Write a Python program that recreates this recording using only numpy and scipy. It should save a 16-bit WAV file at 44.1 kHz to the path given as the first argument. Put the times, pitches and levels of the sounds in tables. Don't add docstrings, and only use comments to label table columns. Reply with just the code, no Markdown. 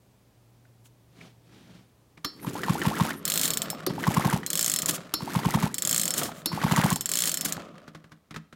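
import sys
import numpy as np
from scipy import signal
from scipy.fft import rfft, irfft, next_fast_len
from scipy.io import wavfile
from scipy.ndimage import uniform_filter1d

SR = 44100
rng = np.random.default_rng(int(sys.argv[2]) if len(sys.argv) > 2 else 0)


def dump_mix(stems):
    frames = np.atleast_2d(stems).T
    limited = np.clip(frames, -1, 1)
    pcm = np.round(limited * 32767).astype(np.int16)
    wavfile.write(sys.argv[1], SR, pcm)


N = 377055

# [t/s, level/dB]
AIR_LEVEL = [(1.8, -62), (8.1, -68)]
# [f/Hz, level/dB]
AIR_COLOUR = [(24, -18), (40, 2), (124, 4), (942, -11), (1440, -17.5), (15500, -26)]
# [t/s, level/dB]
HUM_LEVEL = [(0, -72), (.5, -61.5), (1.6, -58.5), (2.3, -74)]
# [t/s, level/dB, f/Hz]
TICKS = [(.654, -69, 1610), (.86, -67.5, 3030), (1.212, -57.5, 2340), (1.694, -65, 1050),
         (2.176, -64, 2250), (2.398, -61, 2100)]
# [middle t/s, level/dB, half length/s]
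GRIPS = [(1.23, -50, 0.076), (1.56, -54, 0.1), (1.74, -53.5, 0.093)]
# [f/Hz, level/dB]
SKIN_COLOUR = [(50, -13), (100, -8), (165, 6.5), (420, -8), (1100, -17), (3300, -16.5), (6000, -23.5),
               (15000, -39)]
# [t/s, level/dB]
KNOCKS = [(2.175, -44.5), (3.904, -32), (4.891, -29), (6.215, -37), (6.256, -30), (7.458, -28.5),
          (7.878, -37.5), (7.948, -35.5), (8.041, -44.5), (8.118, -40), (8.308, -34), (8.342, -33.5),
          (8.361, -28), (8.526, -40)]
# [f/Hz, level/dB]
KNOCK_COLOUR = [(150, 3), (300, 10), (550, 0), (900, -1.5), (1300, 5), (1900, 0.5), (2600, -6),
                (3600, -5.5), (7000, -14.5), (15000, -27)]
# [f/Hz, level/dB]
HOUSING_MODES = [(161, -12), (215, -16), (295, -20)]
# [middle t/s, level/dB, half length/s]
SCRAPES = [(.862, -59, 0.016), (3.446, -27.5, 0.025), (4.893, -22, 0.0099), (4.95, -32.5, 0.017),
           (6.185, -28.5, 0.02), (6.248, -37.5, 0.041), (6.38, -52, 0.038), (7.275, -28.5, 0.016),
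           (7.453, -24, 0.0052), (7.491, -35, 0.014)]
SCRAPE_GRIT_DB = 2.5
# [f/Hz, level/dB]
CLATTER_COLOUR = [(900, -30.5), (1700, -8.5), (2550, -11.5), (3100, -2.5), (4400, -6.5), (5700, -5.5),
                  (7000, 0), (8200, -2.5), (9300, -3.5), (15500, -8)]

# [pawls catch t/s, hand eases off t/s, clack level/dB, its brightness level/dB,
#              flywheel ring level/dB, cover clunk level/dB, rush of air level/dB, crank rumble level/dB]
PULLS = [(2.2466, 3.111, -18.5, -9.5, -35, -33.5, -35, -36.5),
         (3.865, 4.348, -21.5, -0.5, -43, -20, -33, -36.5), (5.139, 5.655, -21, 4.5, -32, -42, -34.5, -39),
         (6.4587, 6.9, -24, 8, -32, -36.5, -29, -38)]
# [f/Hz, level/dB]
CATCH_COLOUR = [(200, 13), (550, -1.5), (1200, 8), (1800, 0.5), (2500, -6.5), (3300, 1), (5400, -2),
                (8500, -15)]
# [f/Hz, level/dB]
CLICK_COLOUR = [(3000, 3.5), (8500, -5), (12300, 2), (15500, -5)]
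# [f/Hz, level/dB, t60/s after a catch]
FLYWHEEL_MODES = [(4121, 0, .19), (4335, -1, .2), (4404, -7, .16), (4570, -7, .38), (5337, 2, .2),
                  (7100, -3, .07), (10358, -13, .08), (12318, -8, .12), (13196, -14, .11)]
# [f/Hz, level/dB, t60/s]
COVER_MODES = [(1210, -8, 0.027), (3620, -23, 0.11), (4700, -13, 0.098), (9100, -9, 0.034)]
# [port opens t/s, exhaust thump t/s, port closes t/s, strength level/dB]
TURNS = [(2.447, 2.4787, 2.554, -24), (2.683, 2.7063, 2.754, -13), (2.854, 2.8752, 2.913, -13),
         (2.999, 3.0178, 3.052, -12), (3.902, 3.909, 3.981, -25), (4.068, 4.0861, 4.109, -12),
         (4.166, 4.1812, 4.197, -13), (4.247, 4.262, 4.277, -13), (4.327, 4.3424, 4.362, -14),
         (5.206, 5.2309, 5.276, -24), (5.351, 5.3678, 5.391, -14), (5.451, 5.4669, 5.486, -13),
         (5.541, 5.5559, 5.573, -13), (5.627, 5.6422, 5.664, -14), (6.517, 6.5395, 6.576, -22),
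         (6.636, 6.6506, 6.665, -14), (6.711, 6.7247, 6.736, -13), (6.775, 6.7895, 6.799, -12),
         (6.836, 6.8507, 6.860, -12), (6.912, 6.9283, 6.963, -16)]
TOP_SHARE = .61
LAST_STROKE_S = .11
# [f/Hz, level/dB]
RUSH_COLOUR = [(350, -7.5), (600, 1), (1200, 1), (2200, -4), (3340, -7), (3940, -8.5), (9490, -15.5),
               (11300, -12.5), (16000, -22)]
# [f/Hz, level/dB]
RUMBLE_COLOUR = [(50, -15), (170, 3), (300, 3), (410, -3.5), (550, -11.5), (900, -54)]
CATCH_SPEED_SHARE, RUSH_DB_PER_DOUBLING = 0.23, 8
RUSH_RISE_DB_PER_S, RUSH_FALL_DB_PER_S = 105, 262
RUMBLE_RISE_DB_PER_S, RUMBLE_FALL_DB_PER_S = 149, 99
WHISTLE_WIDTH_HZ = 75
# [t/s, level/dB]
PUFFS = [(3.731, -24), (6.292, -23.5), (7.579, -26.5)]
# [middle t/s, level/dB, half length/s]
SQUEAKS = [(2.44, -48, .025), (3.18, -52, .02)]
# [t/s, level/dB, trapped air f/Hz]
SLAPS = [(2.633, -20.5, 1790), (2.816, -19.5, 1820), (2.966, -23, 1350), (3.1062, -23, 1810),
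         (4.0379, -20, 1780), (4.144, -29.5, 1690), (4.3068, -24.5, 1310), (4.4313, -29.5, 1810),
         (5.432, -28, 1300), (6.6143, -22, 1500), (6.7603, -21, 1850)]
# [f/Hz, level/dB, t60/s]
CYLINDER_MODES = [(1940, -10.5, 0.045), (3025, -12, 0.031)]

# [start t/s, handle home t/s, whirr level/dB, swell at home level/dB,
#                pawl snap level/dB, pawl edge ring level/dB]
RETURNS = [(3.176, 3.759, -37, -1, -0.5, -10.5), (4.431, 4.918, -41, 5, 3, -29.5),
           (5.738, 6.229, -39.5, 9.5, 3, -21), (7.004, 7.582, -41.5, 4, 1, -43)]
# [f/Hz, level/dB]
WHIRR_COLOUR = [(45, -16), (95, -14), (160, 7), (290, -2), (430, -8), (600, -2), (850, -22), (1230, -3.5),
                (1600, -20.5), (3200, -21), (7000, -40)]
WHIRR_START_DB, WHIRR_RISE_S, WHIRR_FALL_DB_PER_S, HOME_SWELL_S = -16, 0.11, 42, 0.06
WHINE_START_HZ, WHINE_TOP_HZ = 470, 674
RATTLES_PER_S, RATTLE_DB = 170, 2.5
# [first click t/s, teeth/count, shortest gap/s, extra at start/s, extra at end/s]
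RATCHET_RUNS = [(3.2531, 16, .01719, .0081, .0294), (4.4636, 19, .01609, .0232, .0342),
                (5.7824, 19, .01571, .0239, .0376), (7.0092, 20, .01519, .0333, .0497)]
RATCHET_EASE = (1.637, 2.552)
SLIPS = [3.702, 5.743, 6.903, 6.928, 6.959]
# [f/Hz, level/dB, t60/s]
PAWL_MODES = [(6580, -9, 0.006), (7480, -3, 0.0098), (8300, -9.5, 0.017)]
# [f/Hz, level/dB, t60/s]
EDGE_MODES = [(3840, -1, 0.0083), (4121, -25.5, 0.062), (14322, -13, .13), (14000, -18, 0.14)]
SING_SPREAD_DB = 4
GARAGE_T60_S = 0.43
CUTOFF_HZ = 16000


def from_db(db):
    return 10 ** (np.asarray(db) / 20)


def rms_one(x):
    return x / np.sqrt(np.mean(x ** 2) + 1e-20)


def clock():
    return np.arange(N) / SR


def noise(spectrum):
    hz, db = np.transpose(spectrum)
    size = next_fast_len(N)
    log_f = np.log(np.maximum(np.fft.rfftfreq(size, 1 / SR), 1))
    outside = np.abs(log_f - np.clip(log_f, np.log(hz[0]), np.log(hz[-1])))
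    shape = from_db(np.interp(log_f, np.log(hz), db)) * np.exp(-2 * np.pi * outside)
    return rms_one(irfft(shape * rfft(rng.standard_normal(size)))[:N])


def flutter(rate_hz):
    lowpass = signal.butter(2, rate_hz, fs=SR, output="sos")
    return rms_one(signal.sosfilt(lowpass, rng.standard_normal(N)))


def narrow(hz, width_hz):
    phase = 2 * np.pi * np.cumsum(hz * np.ones(N)) / SR
    return flutter(width_hz) * np.cos(phase) + flutter(width_hz) * np.sin(phase)


def taps(times, db, spread_db=0):
    out = np.zeros(N)
    at = np.clip(np.round(times * SR).astype(int), 0, N - 1)
    out[at] = from_db(db + spread_db * rng.standard_normal(len(times)))
    return out


def grains(rate_per_s, weakest, strongest):
    return (rng.random(N) < rate_per_s / SR) * rng.uniform(weakest, strongest, N)


def fade(impulses, t60):
    return signal.lfilter([1], [1, -from_db(-60 / (t60 * SR))], impulses + 1e-18)


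def ring(impulses, hz, t60):
    r = from_db(-60 / (t60 * SR))
    w = 2 * np.pi * hz / SR
    return signal.lfilter([0, np.sin(w)], [1, -2 * r * np.cos(w), r * r], impulses + 1e-18)


def chirp(impulses, start_hz, end_hz, glide_s, t60):
    t = np.arange(SR // 10) / SR
    hz = end_hz + (start_hz - end_hz) * np.exp(-t / glide_s)
    glide = np.sin(2 * np.pi * np.cumsum(hz) / SR) * from_db(-60 * t / t60)
    return signal.fftconvolve(impulses, glide)[:N]


def swells(rows):
    t, out = clock(), np.zeros(N)
    for s, db, half in rows:
        near = slice(max(int((s - np.pi * half) * SR), 0), int((s + np.pi * half) * SR))
        out[near] += from_db(db) * np.exp(-((t[near] - s) / half) ** 2)
    return out


def still_air():
    return from_db(np.interp(clock(), *np.transpose(AIR_LEVEL))) * noise(AIR_COLOUR)


def faint_hum(hum_hz=118):
    level = from_db(np.interp(clock(), *np.transpose(HUM_LEVEL), right=-np.inf))
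    tone = np.sqrt(2) * np.sin(2 * np.pi * hum_hz * clock() + flutter(4.2) / 2)
    return level * tone * from_db(1.3 * flutter(4.1))


def knock(s, db):
    blow = fade(taps(s + 0.00046, db - 3.5), 0.065)
    return uniform_filter1d(blow, size=80) * noise(KNOCK_COLOUR)


def handling():
    slip = rng.standard_normal(N)
    ticks = sum(ring(swells([(when, level, .004)]) * slip, hz, 0.0088) for when, level, hz in TICKS)
    creaks = fade(grains(130, .3, 1), 0.015)
    rub = noise(SKIN_COLOUR) * from_db(1.5 * flutter(40)) + from_db(-6) * creaks * noise(KNOCK_COLOUR)
    s, db = np.transpose(KNOCKS)
    shake = sum(ring(taps(s + 0.0035, 0.87 * db + level), hz, 0.23) for hz, level in HOUSING_MODES)
    return ticks + swells(GRIPS) * rub + knock(s, db) + shake


def scrapes():
    grit = from_db(SCRAPE_GRIT_DB * flutter(960))
    return swells(SCRAPES) * (noise(CLATTER_COLOUR) + from_db(-10.5) * noise(KNOCK_COLOUR)) * grit


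def catches():
    s, _, clack_db, bright_db, ring_db, boom_db, *_ = np.transpose(PULLS)
    blow = fade(taps(s, clack_db - 4), .036) + fade(taps(s, clack_db - 28), .25)
    slide = swells([(when, level - 24, .003) for when, level in zip(s, clack_db)])
    clack = (uniform_filter1d(blow, size=110) + slide) * noise(CATCH_COLOUR)
    click = uniform_filter1d(fade(taps(s, clack_db + bright_db), .022), size=40) * noise(CLICK_COLOUR)
    bell = sum(ring(taps(s + 0.003, ring_db + level, 0.66), hz, t60) for hz, level, t60 in FLYWHEEL_MODES)
    boom_colour = [(270, 9.0), (420, 11.0), (600, -4), (1500, -23)]
    boom = fade(taps(s + 0.0029, boom_db - 4), .13) * noise(boom_colour)
    cover = sum(ring(taps(s + 0.003, boom_db + level), hz, t60) for hz, level, t60 in COVER_MODES)
    shake = ring(taps(s + 0.0043, clack_db - 9), 304, .09)
    return clack + click + bell + boom + cover + shake


def turns():
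    runs = []
    for catch, *_ in PULLS:
        opens, thump, closes, db = np.transpose([turn for turn in TURNS if catch < turn[0] < catch + 1])
        reopens = np.append(opens[1:], closes[-1] + LAST_STROKE_S)
        top = closes + TOP_SHARE * (reopens - closes)
        runs.append([opens, thump, closes, top, reopens, db])
    return np.hstack(runs)


def piston_height():
    _, _, closes, top, reopens, _ = turns()
    return np.interp(clock(), np.column_stack([closes, top, reopens]).ravel(), np.tile([0, 1, 0], len(top)))


def effort():
    t, rush, rumble, thumps = clock(), 0, 0, turns()[1]
    for catch, eased, *_, rush_db, rumble_db in PULLS:
        thump = thumps[(thumps > catch) & (thumps < catch + 1)]
        period = np.diff(thump)
        speed = period.min() / period
        speed_times = np.append(catch, thump[:-1] + period / 2)
        speed = np.interp(t, speed_times, np.append(CATCH_SPEED_SHARE * speed[0], speed))
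        coast = np.clip(t - eased, 0, 1)
        early = np.clip(thump[0] - t, 0, 1)
        rush_db = rush_db + RUSH_DB_PER_DOUBLING * np.log2(speed)
        rush += (t > catch) * from_db(rush_db - RUSH_RISE_DB_PER_S * early - RUSH_FALL_DB_PER_S * coast)
        rumble_db = rumble_db - RUMBLE_RISE_DB_PER_S * early - RUMBLE_FALL_DB_PER_S * coast
        rumble += (t > catch) * from_db(rumble_db)
    return rush, rumble


def pull():
    (rush, rumble), height = effort(), piston_height()
    grit = from_db(3.6 * flutter(380) + 2.6 * flutter(40))
    ticks = fade(grains(70, 0.35, 1.7), 0.011)
    gritty_air = grit * from_db(-4.0 - 1.9 * height) * noise(RUSH_COLOUR)
    air = rush * (gritty_air + from_db(1.5) * ticks * noise(CLATTER_COLOUR))
    return air + rumble * noise(RUMBLE_COLOUR) + cylinder(rush, height) + exhaust() + slaps()


def squeaks(high_hz=11600, low_hz=9200, sag_hz_per_s=22000):
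    out = 0
    for row in SQUEAKS:
        sliding_hz = low_hz - sag_hz_per_s * (clock() - row[0])
        out += swells([row]) * (narrow(high_hz, 450) + narrow(sliding_hz, 200) / 2)
    return out


def cylinder(rush, height, low_hz=860, high_hz=2400):
    opens, thump, closes, _, _, db = turns()
    squeeze_db = np.interp(closes, clock(), 20 * np.log10(rush + 1e-4))
    opening = chirp(taps(opens + 0.00049, db - 3.5), start_hz=1033, end_hz=843, glide_s=0.0041, t60=0.026)
    closing = chirp(taps(closes, squeeze_db / 2 - 2.5), start_hz=780, end_hz=1130, glide_s=0.013, t60=0.03)
    puffs = ring(taps(*np.transpose(PUFFS)), 824, 0.014)
    gulps = ring(taps(thump - .0105, db - 8.5, 3.1), 1090, 0.043)
    spurts = swells([(s - .009, level - 15.5, .0035) for s, level in zip(thump, db)])
    spurts = spurts + fade(taps(opens, db - 19), 0.024)
    jets = spurts * (noise(RUSH_COLOUR) + from_db(-14.5) * narrow(3200, 300))
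    climbing = uniform_filter1d(np.sign(np.gradient(height)), size=150)
    whistle_hz = low_hz * (high_hz / low_hz) ** (height ** 1.3)
    whistle = narrow(whistle_hz, WHISTLE_WIDTH_HZ) * np.abs(climbing)
    return opening + closing + puffs + gulps + jets + rush * whistle * from_db(-1.5 - 4.3 * height)


def exhaust(pipe_hz=165, build_s=0.0085, stop_s=0.0019, lead_s=0.0012):
    _, thump, _, _, _, db = turns()
    t = np.arange(-2000, 2001) / SR
    width_s = np.where(t < lead_s, build_s, stop_s)
    swing = np.cos(2 * np.pi * pipe_hz * t) * np.exp(-((t - lead_s) / width_s) ** 2)
    housing = ring(taps(thump + 0.0083, db - 23.5, 2.02), 150, 0.15)
    housing += ring(taps(thump + 0.0026, db - 16.5, 2.0), 216.5, 0.19)
    return signal.fftconvolve(taps(thump, db + 1.4), swing, "same") + housing


def slaps():
    s, db, _ = np.transpose(SLAPS)
    s = s + .001
    air = sum(ring(taps(np.array([when + .001]), level + 0.5), hz, 0.017) for when, level, hz in SLAPS)
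    wall = sum(ring(taps(s, db + level), hz, t60) for hz, level, t60 in CYLINDER_MODES)
    return air + wall + knock(s, db - 4.5)


def rewind():
    t, level, whine_hz = clock(), 0, WHINE_START_HZ
    for start, home, whirr_db, swell_db, *_ in RETURNS:
        rise_db = np.interp(t, [start, start + WHIRR_RISE_S], [WHIRR_START_DB, 0])
        home_db = swell_db / (1 + ((t - home) / HOME_SWELL_S) ** 2)
        fall_db = WHIRR_FALL_DB_PER_S * np.maximum(t - home, 0)
        level += (t > start) * from_db(whirr_db + rise_db + home_db - fall_db)
        rising_hz = np.interp(t, [start, (start + home) / 2], [WHINE_START_HZ, WHINE_TOP_HZ])
        whine_hz = np.where(t > start, rising_hz, whine_hz)
    whirr = from_db(-3) * noise(WHIRR_COLOUR) + from_db(-15) * narrow(whine_hz, 60)
    whirr = whirr * from_db(1.9 * flutter(54.0))
    rattle = fade(grains(RATTLES_PER_S, 0.08, 1), 0.014) * noise(KNOCK_COLOUR)
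    return level * (whirr + from_db(RATTLE_DB) * rattle)


def spin(run, ease):
    first, count, shortest, extra_start, extra_end = run
    k = np.arange(count - 1)
    gaps = shortest + extra_start * np.exp(-k / ease[0]) + extra_end * np.exp((k - count + 2) / ease[1])
    return first + np.append(0, np.cumsum(gaps))


def seat_ring(s, db, t60=0.04, bounce_db=-7):
    bounce = s + rng.uniform(.001, .005, len(s))
    t = np.arange(SR // 10) / SR
    bodies = noise(CLATTER_COLOUR)[:2 * len(t)].reshape(2, -1) * from_db(-60 * t / t60)
    out = 0
    for k, body in enumerate(bodies):
        hits = taps(s[k::2], db[k::2], 1.5) + taps(bounce[k::2], db[k::2] + bounce_db, 0.73)
        out += signal.fftconvolve(hits, body)[:N]
    return out


def ratchet(bright_db=9.0):
    s = np.sort(np.concatenate([SLIPS] + [spin(run, RATCHET_EASE) for run in RATCHET_RUNS]))
    db = -11 - 1.2 * np.log2(np.minimum(np.gradient(s), .06) / .02) - np.isin(s, SLIPS)
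    _, home, _, _, snap_db, edge_db = np.transpose(RETURNS)
    which = np.searchsorted(home, s)
    snap_db, edge_db = snap_db[which], edge_db[which]
    snap = 0
    for k, (hz, level, t60) in enumerate(PAWL_MODES):
        snap += (-1) ** k * ring(taps(s, db + snap_db + level - 4.0, 2.0), hz, t60)
    snap = signal.sosfilt(signal.butter(2, 2500, "high", fs=SR, output="sos"), snap)
    crack = fade(taps(s, db - 8.5, 1), 0.0039) + fade(taps(s, db - 23.5), 0.09)
    chatter = seat_ring(s, db - 14.0) + crack * noise(CLATTER_COLOUR)
    singing = 0
    for hz, level, t60 in FLYWHEEL_MODES:
        sing_db = db + level - 33.0 + bright_db * np.log2(hz / 4000)
        singing += ring(taps(s, sing_db, SING_SPREAD_DB), hz, t60 * 2 / 3)
    edge = sum(ring(taps(s, db + edge_db + level, 2), hz, t60) for hz, level, t60 in EDGE_MODES)
    return snap + chatter + singing + edge


def garage(x, wet_db=-15, wall_hz=5000):
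    t = np.arange(SR // 2) / SR
    tail = rng.standard_normal(len(t)) * from_db(-60 * t / GARAGE_T60_S) * (t > .006)
    dull = signal.butter(1, wall_hz, fs=SR, output="sos")
    tail = signal.sosfilt(dull, tail / np.linalg.norm(tail))
    return x + from_db(wet_db) * signal.fftconvolve(x, tail)[:N]


def scene():
    saw = handling() + scrapes() + catches() + pull() + squeaks() + rewind() + ratchet()
    return (still_air() + faint_hum() + garage(saw))[None]


def record(dry):
    lean = signal.sosfilt(signal.butter(4, 45, "high", fs=SR, output="sos"), dry)
    return signal.sosfilt(signal.ellip(10, .2, 80, CUTOFF_HZ, fs=SR, output="sos"), lean)


dry = scene()
out = record(dry)
dump_mix(out)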